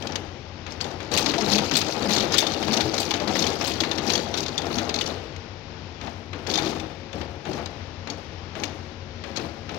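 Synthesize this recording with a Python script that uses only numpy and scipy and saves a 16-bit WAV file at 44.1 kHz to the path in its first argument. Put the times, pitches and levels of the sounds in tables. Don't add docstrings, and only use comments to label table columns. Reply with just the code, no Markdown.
import sys
import numpy as np
from scipy import signal
from scipy.fft import rfft, irfft, next_fast_len
from scipy.io import wavfile
from scipy.ndimage import uniform_filter1d

SR = 44100
rng = np.random.default_rng(int(sys.argv[2]) if len(sys.argv) > 2 else 0)


def persist_wave(psi):
    counts = np.round(np.clip(psi, -1, 1) * 32767).astype(np.int16)
    wavfile.write(sys.argv[1], SR, np.atleast_2d(counts).T)


N = 431298
TIME = np.arange(N) / SR



def undb(db):
    return 10 ** (np.asarray(db) / 20)


def unit(x):
    return x / np.sqrt(np.mean(x ** 2))


def convolve(x, response):
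    return signal.fftconvolve(np.atleast_2d(x), np.atleast_2d(response), axes=-1)[:, :N]


def colour(x, points):
    hz, db = np.transpose(points)
    size = 2 ** 13
    log_hz = np.log(np.fft.rfftfreq(size, 1 / SR) + 1)
    log_gain = np.log(undb(np.interp(log_hz, np.log(hz), db)))
    cepstrum = irfft(log_gain)[:size // 2]
    cepstrum[1:] *= 2
    response = irfft(np.exp(rfft(cepstrum, size)))[:size // 2]
    return convolve(x, response)


def resonance(x, hz, q):
    b, a = signal.iirpeak(min(hz, SR / 3), max(q, 1), fs=SR)
    return signal.lfilter(b, a, x)


def fade(t60):
    return np.exp(-np.log(1000) * TIME[:SR] / t60)


def mode_sum(modes):
    out = 0
    for hz, db, t60 in modes:
        cycles = hz * TIME[:SR] + rng.random((2, 1))
        out = out + undb(db) * fade(t60) * np.sin(2 * np.pi * cycles)
    return out


def ring(modes):
    return unit(mode_sum(modes)) / np.sqrt(SR)


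def scatter(t60):
    return unit(rng.standard_normal((2, SR)) * fade(t60)) / np.sqrt(SR)


def walk(rate):
    k = int(SR / rate)
    steps = np.repeat(rng.standard_normal(N // k + 1), k)
    return unit(uniform_filter1d(steps, k)[:N])


def decay_energy(energy, t60):
    return signal.lfilter([1], [1, -np.exp(-2 * np.log(1000) / (t60 * SR))], energy)


def taps(rate, spread_db, t60):
    chance, force = rng.random(N), rng.standard_normal(N)
    energy = (chance < rate / SR) * undb(spread_db * np.clip(force, -2, 2)) ** 2
    return unit(np.sqrt(decay_energy(energy, t60)) * rng.standard_normal((2, N)))


def vary(x, spread_db, size=256):
    bands = signal.stft(x, nperseg=size)[2]
    tint = rng.standard_normal(bands.shape[1:])
    tint = uniform_filter1d(tint, size=4, axis=0)
    tint = unit(uniform_filter1d(tint, size=2, axis=1))
    return signal.istft(bands * undb(spread_db * tint), nperseg=size)[1][:, :N]


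def clink(hz, t, spread=0.27, t60=0.031, count=6):
    detune, phase = rng.standard_normal((count, 1)), rng.random((2, count, 1))
    size = rng.uniform(0.074, 0.77, (count, 1))
    detune[0], size[0] = 0, 1
    modes = size * np.sin(2 * np.pi * (hz * np.exp(spread * detune) * t + phase))
    return unit(modes.sum(axis=1)) * np.exp(-np.log(1000) * t / t60)


# f/Hz, level/dB
HALL_SPECTRUM = [(20, -15), (36, -30), (50, -7), (80, 5), (115, -1.5), (300, -5), (520, -9), (850, -9.5),
                 (1200, -14.5), (2400, -15), (5500, -20), (7000, -34.5), (8500, -65), (15000, -77.5)]


def hall(level_db=-40.5):
    swell_db = .7 * walk(5.8)
    noise = unit(colour(rng.standard_normal((2, N)), HALL_SPECTRUM))
    return noise * undb(level_db + swell_db)


# f/Hz, level/dB
ECHO_SPECTRUM = [(500, -8.5), (5000, -12.5), (7500, -16), (9000, -17), (15000, -26.5)]


def hall_echo(machine):
    return colour(convolve(machine, scatter(t60=1.0)), ECHO_SPECTRUM)


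def tones(lines, flutter_db, wander):
    out = 0
    for hz, db in lines:
        strength = np.sqrt(2) * undb(db + flutter_db * walk(5))
        out = out + strength * np.sin(2 * np.pi * hz * TIME + wander * walk(2))
    return out


# f/Hz, level/dB
MOTOR_TONES = [(89.7, -47), (95.7, -50)]
# f/Hz, level/dB
SHAFT_TONES = [(48.5, -61), (75, -60), (134.7, -62), (150, -57.5), (232.5, -59), (360.7, -57),
               (449.5, -58.5), (542.3, -56), (2245, -70)]


def motor():
    return tones(MOTOR_TONES, flutter_db=1.2, wander=.5) + tones(SHAFT_TONES, flutter_db=2.0, wander=.8)


FRAME_RISE_S, JOINTS_RISE_S = 0.021, 0.042
FRAME_FALL_DB_PER_S, JOINTS_FALL_DB_PER_S = 62, 164


def driven(start, stop):
    rise = np.clip(np.outer([1 / FRAME_RISE_S, 1 / JOINTS_RISE_S], TIME - start), 0, 1)
    fall_db = np.outer([FRAME_FALL_DB_PER_S, JOINTS_FALL_DB_PER_S], np.maximum(TIME - stop, 0))
    return rise * undb(-fall_db)


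RUN_START_S, RUN_STOP_S = 1.1, 5.087
# t/s, pawl level/dB, frame load level/dB, joint rattle level/dB
TURNS = [(1.176, -35.5, -30.5, -35), (1.768, -33, -32, -38), (2.381, -32.5, -30, -38),
         (3.002, -40, -32.5, -40), (3.674, -41.5, -32.5, -40), (4.408, -55, -34.5, -44),
         (5.011, -67, -34.5, -48.5)]
# centre/turn, half width/turn, extra load level/dB, extra rattle level/dB
PHASES = [(0.99, 0.1, 1.5, 12), (0.23, 0.06, 0, 3.5), (0.6, 0.25, 6.5, 6.5), (0.6, 0.1, -2, 6),
          (0.854, 0.029, -4, -0.5)]
# t/s, length/s, frame load level/dB, joint rattle level/dB
NUDGES = [(-0.1, 0.22, -33.5, -49), (0.6646, 0.047, -37.5, -45), (0.8046, 0.017, -30, -37.5),
          (1.003, 0.026, -36.5, -44), (6.012, 0.049, -37.5, -45.5), (6.331, 0.027, -36.5, -48),
          (6.465, 0.24, -30, -35), (7.129, 0.082, -36, -48.5), (7.452, 0.13, -34, -44),
          (8.072, 0.049, -38, -46), (8.552, 0.1, -35.5, -46), (9.238, 0.047, -38.5, -50),
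          (9.358, 0.02, -32, -38), (9.692, 0.1, -36.5, -51)]


def motion(engage=0.78):
    drops, _, *levels = np.transpose(TURNS)
    angle = np.interp(TIME, drops, np.arange(len(drops)))
    angle = angle + np.minimum(TIME - drops[0], 0) / (drops[1] - drops[0])
    db = np.array([np.interp(TIME, drops, level) for level in levels])
    for centre, width, load_db, rattle_db in PHASES:
        away = ((angle - centre + .5) % 1 - .5) / width
        extra_db = np.array([np.full(N, load_db), rattle_db * (away > -engage)])
        db = db + np.exp(-away ** 2) * extra_db
    gains = undb(db) * driven(RUN_START_S, RUN_STOP_S)
    for s, length, *nudge_db in NUDGES:
        gains = np.maximum(gains, undb(nudge_db)[:, None] * driven(s, s + length))
    return gains


# f/Hz, level/dB
RUMBLE_SPECTRUM = [(25, -60), (50, -41), (120, -3.5), (185, -4), (260, -0.5), (325, -0.5), (400, -6),
                   (500, 0.5), (610, -5.5), (830, -2.5), (1000, -10), (1300, -10), (1800, -13.5),
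                   (3000, -18), (7000, -65.5)]
# f/Hz, level/dB, t60/s
FRAME_MODES = [(238, -1, .09), (315, 1, .08), (385, -6, .08), (462, 0, .07), (530, -5, .07), (683, -3, .08),
               (770, -2, .05)]


def frame(ring_db=-3):
    thumps = unit(colour(taps(rate=200, spread_db=1.0, t60=0.09), RUMBLE_SPECTRUM))
    ringing = unit(convolve(taps(rate=200, spread_db=0.0, t60=0.04), ring(FRAME_MODES)))
    return unit(thumps + undb(ring_db) * ringing)


# t/s (middle), length/s, f/Hz, level/dB
GROANS = [(1.5, 0.3, 206, -30.5), (2.166, 0.25, 204, -29.5), (2.733, 0.23, 204, -35),
          (3.37, 0.26, 202, -33), (6.718, 0.42, 305, -43), (7.24, 0.39, 76, -41.5)]


def cams(waver=0.0328, rough_db=4.5):
    out, drift, judder = np.zeros(N), 1 + waver * walk(33), undb(rough_db * walk(45))
    for s, length, hz, db in GROANS:
        swell = np.cos(np.pi * np.clip((TIME - s) / length, -.5, .5))
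        out += np.sqrt(2) * undb(db) * swell * np.sin(2 * np.pi * hz * np.cumsum(drift) / SR)
    return out * judder


def pins(rate, centre_hz, spread, t60):
    t = TIME[:2 ** 11]
    out = np.zeros((2, N + len(t)))
    for place, pitch, force in rng.random((int(rate * N / SR), 3)):
        at = int(place * N)
        hz = centre_hz * np.exp(2 * spread * (2 * pitch - 1))
        out[:, at:at + len(t)] += (.25 + force ** 2) * clink(hz, t, spread=.2, t60=t60)
    return unit(out[:, :N])


# f/Hz, level/dB
RATTLE_SPECTRUM = [(80, -16), (600, 2.5), (1200, -5), (2400, 0), (3500, 2.5), (4100, 6.5), (5200, 4),
                   (6400, 1), (7300, -9), (7620, -9.5), (8050, -14), (11400, -15.5), (15500, -16.5)]


def joints():
    ticks = vary(taps(rate=520, spread_db=3.3, t60=.016), spread_db=3.4)
    clinks = .5 * pins(rate=200, centre_hz=4400, spread=.3, t60=.014)
    return unit(colour(unit(ticks) + clinks, RATTLE_SPECTRUM))


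# t/s, level/dB, f/Hz
THUDS = [(1.219, -22, 864), (1.267, -18.5, 283), (1.272, -18, 858), (1.381, -16.5, 785), (1.548, -19, 307),
         (1.62, -19, 763), (1.722, -20.5, 266.6), (2.025, -22, 490), (2.045, -16.5, 780), (2.111, -25, 765),
         (2.228, -19, 327), (2.423, -19.5, 865), (2.49, -27, 775), (2.846, -16, 317), (3.111, -17.5, 847),
         (3.141, -22.5, 289), (3.208, -19, 585), (3.302, -16.5, 757), (3.514, -24, 512), (3.631, -29, 336),
         (3.811, -19.5, 320), (3.975, -26, 339), (4.086, -23, 350), (4.765, -21, 251), (6.049, -30.5, 248),
         (6.077, -24, 767), (6.34, -37, 292), (6.578, -18.5, 790), (6.661, -21, 368), (6.813, -27, 800),
         (7.139, -29, 540), (7.149, -27.5, 304), (7.212, -26, 743), (7.466, -25.5, 826),
         (7.487, -20.5, 370), (7.496, -27, 139), (7.542, -25, 265), (8.091, -31.5, 284), (8.12, -36, 690),
         (8.563, -34, 640), (8.582, -40, 322), (8.626, -29, 293), (9.247, -37, 550), (9.372, -29, 342),
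         (9.44, -33, 306), (9.716, -28, 307)]


def thuds(thud_db=-2, rise_cycles=2.16, ring_cycles=48):
    out, t = np.zeros((2, N + SR)), TIME[:2 ** 13]
    for s, db, hz in THUDS:
        at = int(s * SR)
        swell = 1 - np.exp(-t * hz / rise_cycles)
        cluster = clink(hz, t, spread=0.36, t60=ring_cycles / hz)
        out[:, at:at + len(t)] += undb(db + thud_db) * swell * cluster
    return out[:, :N]


# f/Hz, level/dB, t60/s
STEEL_MODES = [(2532, -8, .25), (2940, -13, .13), (3230, -7, .04), (3520, 0, .035), (3613, 0, .05),
               (3839, -12, .2), (4585, -3, .09), (5038, -8, .2), (6262, -9, .16), (6433, -8, .14),
               (7590, 4, .05), (7710, 2, .04), (8808, -12, .08), (11400, 0, .012)]


def steel_ringing(contacts, level_db=-22.5):
    return undb(level_db) * convolve(contacts, ring(STEEL_MODES))


def pawl(snap_db=3, snap_t60=0.17):
    drops = np.zeros(N)
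    for s, db, *_ in TURNS:
        drops[int(s * SR)] = undb(db)
    modes = mode_sum(STEEL_MODES)
    snap = rng.standard_normal((2, SR)) * fade(snap_t60)
    return convolve(drops, 2.8 * modes + undb(snap_db) * snap)


def soften(x, soft_db=-41):
    lowpass = signal.butter(6, 7900, fs=SR, output="sos")
    dull = signal.sosfiltfilt(lowpass, x)
    power = np.abs(uniform_filter1d(x[0] ** 2, SR // 200))
    return dull + (x - dull) * power / (power + undb(soft_db) ** 2)


def chatter(t, span, rebound_db, count=4, crack_t60=0.021):
    when = span * (np.arange(count) + rng.uniform(-.35, .35, count)) / count
    size = rng.uniform(.55, 1, count)
    when[0], size[0] = 0, 1
    energy = np.zeros(len(t))
    energy[(when * SR).astype(int)] = size ** 2
    energy[int(rng.uniform(.007, .018) * SR)] += undb(rebound_db) ** 2
    return np.sqrt(decay_energy(energy, crack_t60))


# t/s, level/dB, f/Hz of the struck part, bracket knock level/dB
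STRIKES = [(0.0228, -23.5, 3200, -46), (0.07, -20, 3200, -35), (0.1205, -27, 5550, -32),
           (0.1562, -14, 3030, -26), (0.7208, -27.5, 5320, -48), (0.8103, -16.5, 4510, -48),
           (0.8424, -25.5, 3500, -42), (0.9123, -30.5, 4740, -49), (1.0284, -33, 4740, -45),
           (1.115, -18, 4620, -42), (1.1773, -10.5, 3570, -37), (1.2603, -11, 3920, -19),
           (1.2948, -17, 4300, -24), (1.3377, -21, 2230, -18), (1.3815, -18, 5030, -31),
           (1.4087, -17, 5360, -22), (1.5179, -13, 5280, -23), (1.5554, -11, 4680, -29),
           (1.5821, -11.5, 3510, -19.5), (1.712, -18, 5380, -17), (1.7526, -11.5, 4330, -21),
           (1.768, -8, 3840, -35), (1.814, -15, 4100, -21.5), (1.8662, -22, 3500, -38),
           (1.8824, -25, 5530, -40), (2.0233, -22, 4600, -32), (2.1055, -18, 4060, -22),
           (2.1302, -13.5, 5070, -38), (2.163, -13.5, 4400, -23), (2.181, -12.5, 3670, -30),
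           (2.204, -14.5, 3700, -31), (2.2244, -18, 4130, -30), (2.321, -16, 5300, -25),
           (2.3405, -11.5, 5000, -16), (2.3827, -4, 3680, -40), (2.403, -13.5, 3550, -43),
           (2.4224, -26, 2170, -20), (2.4667, -14, 3560, -25), (2.52, -25, 4280, -34),
           (2.5364, -20, 3130, -38), (2.626, -22, 4940, -23), (2.7362, -11, 4470, -38),
           (2.7667, -14, 6160, -29), (2.806, -12, 3530, -19), (2.94, -18.5, 5170, -26),
           (2.979, -12, 4300, -38), (3.051, -23.5, 5940, -33), (3.1082, -10, 3440, -24),
           (3.1388, -15.5, 3020, -19.5), (3.1998, -25, 4700, -23.5), (3.277, -19.5, 4440, -21),
           (3.3557, -16, 2060, -20), (3.3907, -15.5, 6450, -35), (3.423, -13, 4350, -33),
           (3.4406, -15, 3040, -34), (3.4665, -11.5, 3320, -36), (3.6112, -19, 5300, -21),
           (3.6755, -21, 3560, -44), (3.7174, -18.5, 3020, -45), (3.8031, -9, 3370, -23),
           (3.835, -17, 2030, -19), (3.913, -15, 3620, -23), (3.9814, -19.5, 4440, -21.5),
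           (4.1007, -10.5, 4020, -23), (4.134, -13, 6130, -29), (4.153, -10, 3320, -45),
           (4.177, -19, 3500, -38), (4.34, -18, 4260, -21.5), (4.3737, -18, 3980, -27),
           (4.3819, -19, 3880, -40), (4.4298, -22, 3930, -38), (4.4613, -21, 3620, -32),
           (4.4817, -21, 4370, -33), (4.5783, -12, 3550, -33), (4.6176, -23, 3220, -37),
           (4.7835, -16.5, 3890, -20), (4.8925, -18, 4730, -21), (4.9412, -13.5, 4040, -42),
           (4.9596, -18, 4170, -34), (4.9871, -19.5, 4140, -44), (5.0101, -12, 2930, -47),
           (5.0624, -22.5, 4460, -44), (5.3615, -28.5, 2060, -43), (6.0707, -32, 2000, -29),
           (6.4696, -19.5, 4280, -51), (6.499, -17, 4620, -47), (6.5377, -13.5, 3600, -38),
           (6.512, -18, 4240, -43), (6.555, -13, 3730, -29), (6.5756, -16, 4200, -25),
           (6.586, -16, 3650, -21), (6.6403, -36, 4330, -31), (6.6578, -23, 3240, -34),
           (6.7984, -22, 2600, -46), (7.2126, -33, 4080, -27), (7.531, -28, 4180, -37),
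           (7.6582, -23.5, 3890, -32), (8.1, -20, 4490, -33), (8.598, -33, 5730, -37),
           (8.6354, -12, 2790, -29), (9.362, -21, 4470, -37), (9.3705, -18, 4170, -27),
           (9.7438, -33, 4230, -32)]
# level/dB, f/Hz, knock level/dB
TAKE_UP = (-28, 1500, -27)


def blows():
    return list(STRIKES) + [(s, *TAKE_UP) for s, *_ in NUDGES if s > 0]


# f/Hz, level/dB
CLICK_SPECTRUM = [(500, -16), (1500, -2.5), (2300, 4.5), (2700, -0.5), (3500, 6.5), (4100, 5.5),
                  (5200, 5.5), (6500, 8), (7300, -2.5), (7620, -3.5), (8050, -10.5), (9800, -13.5),
                  (11400, -14.5), (13000, -16), (15500, -17)]
# f/Hz, level/dB
KNOCK_SPECTRUM = [(25, -48), (60, -41), (180, 7), (300, 6.5), (750, 6.5), (1200, 8.5), (2200, 7.5),
                  (4000, 4.5), (9000, -53)]


def strikes(clink_db=-5, clink_t60=0.045, click_db=-24.0, chatter_s=0.0069, rebound_db=-9,
            knock_db=-5.5, knock_t60=0.12, rise_s=.0003, hard_db=-14):
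    clicks, knocks = np.zeros((2, 2, N + SR))
    t = TIME[:2 ** 12]
    for s, db, hz, bracket_db in blows():
        grain, thud = rng.standard_normal((2, 2, len(t)))
        span = chatter_s * np.clip(undb(.5 * (db - hard_db)), .5, 1.3)
        body = sum(resonance(grain, hz * np.exp(detune), 9) for detune in rng.normal(0, .36, 3))
        crack = chatter(t, span, rebound_db) * (grain + resonance(grain, hz, 3) + body)
        click = unit(crack) + undb(clink_db) * unit(clink(hz, t, t60=clink_t60))
        click = click * (1 - np.exp(-t / rise_s))
        at = max(int(s * SR), 0)
        clicks[:, at:at + len(t)] += undb(db + click_db) * click
        knocks[:, at:at + len(t)] += undb(bracket_db + knock_db) * thud * fade(knock_t60)[:len(t)]
    return colour(clicks[:, :N], CLICK_SPECTRUM), colour(knocks[:, :N], KNOCK_SPECTRUM)


def ports(x, alike_hz=750):
    size = next_fast_len(N)
    alike = 1 / (1 + (np.fft.rfftfreq(size, 1 / SR) / alike_hz) ** 2)
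    left, right = rfft(x, size)
    right = alike * left + np.sqrt(1 - alike ** 2) * right
    return irfft(np.array([left, right]), size)[:, :N]


def scene():
    load, rattle = motion()
    clicks, knocks = strikes()
    contacts = soften(clicks + rattle * joints())
    steel = contacts + steel_ringing(contacts) + pawl()
    machine = steel + knocks + thuds() + undb(-0.78) * load * frame()
    echo = hall_echo(machine)
    return ports(machine + echo + hall(), alike_hz=710) + cams() + motor()


# f/Hz, level/dB
SHADE = [(100, -10.5), (400, -12), (1300, -13), (2400, -16), (4400, -21), (8000, -22.5), (15000, -24)]


def record(dry):
    both = undb(4.0) * np.vstack([dry[0], colour(dry[1], SHADE)])
    lowpass = signal.ellip(8, .2, 70, 15700, fs=SR, output="sos")
    return signal.sosfilt(lowpass, np.tanh(both))


dry = scene()
out = record(dry)
persist_wave(out)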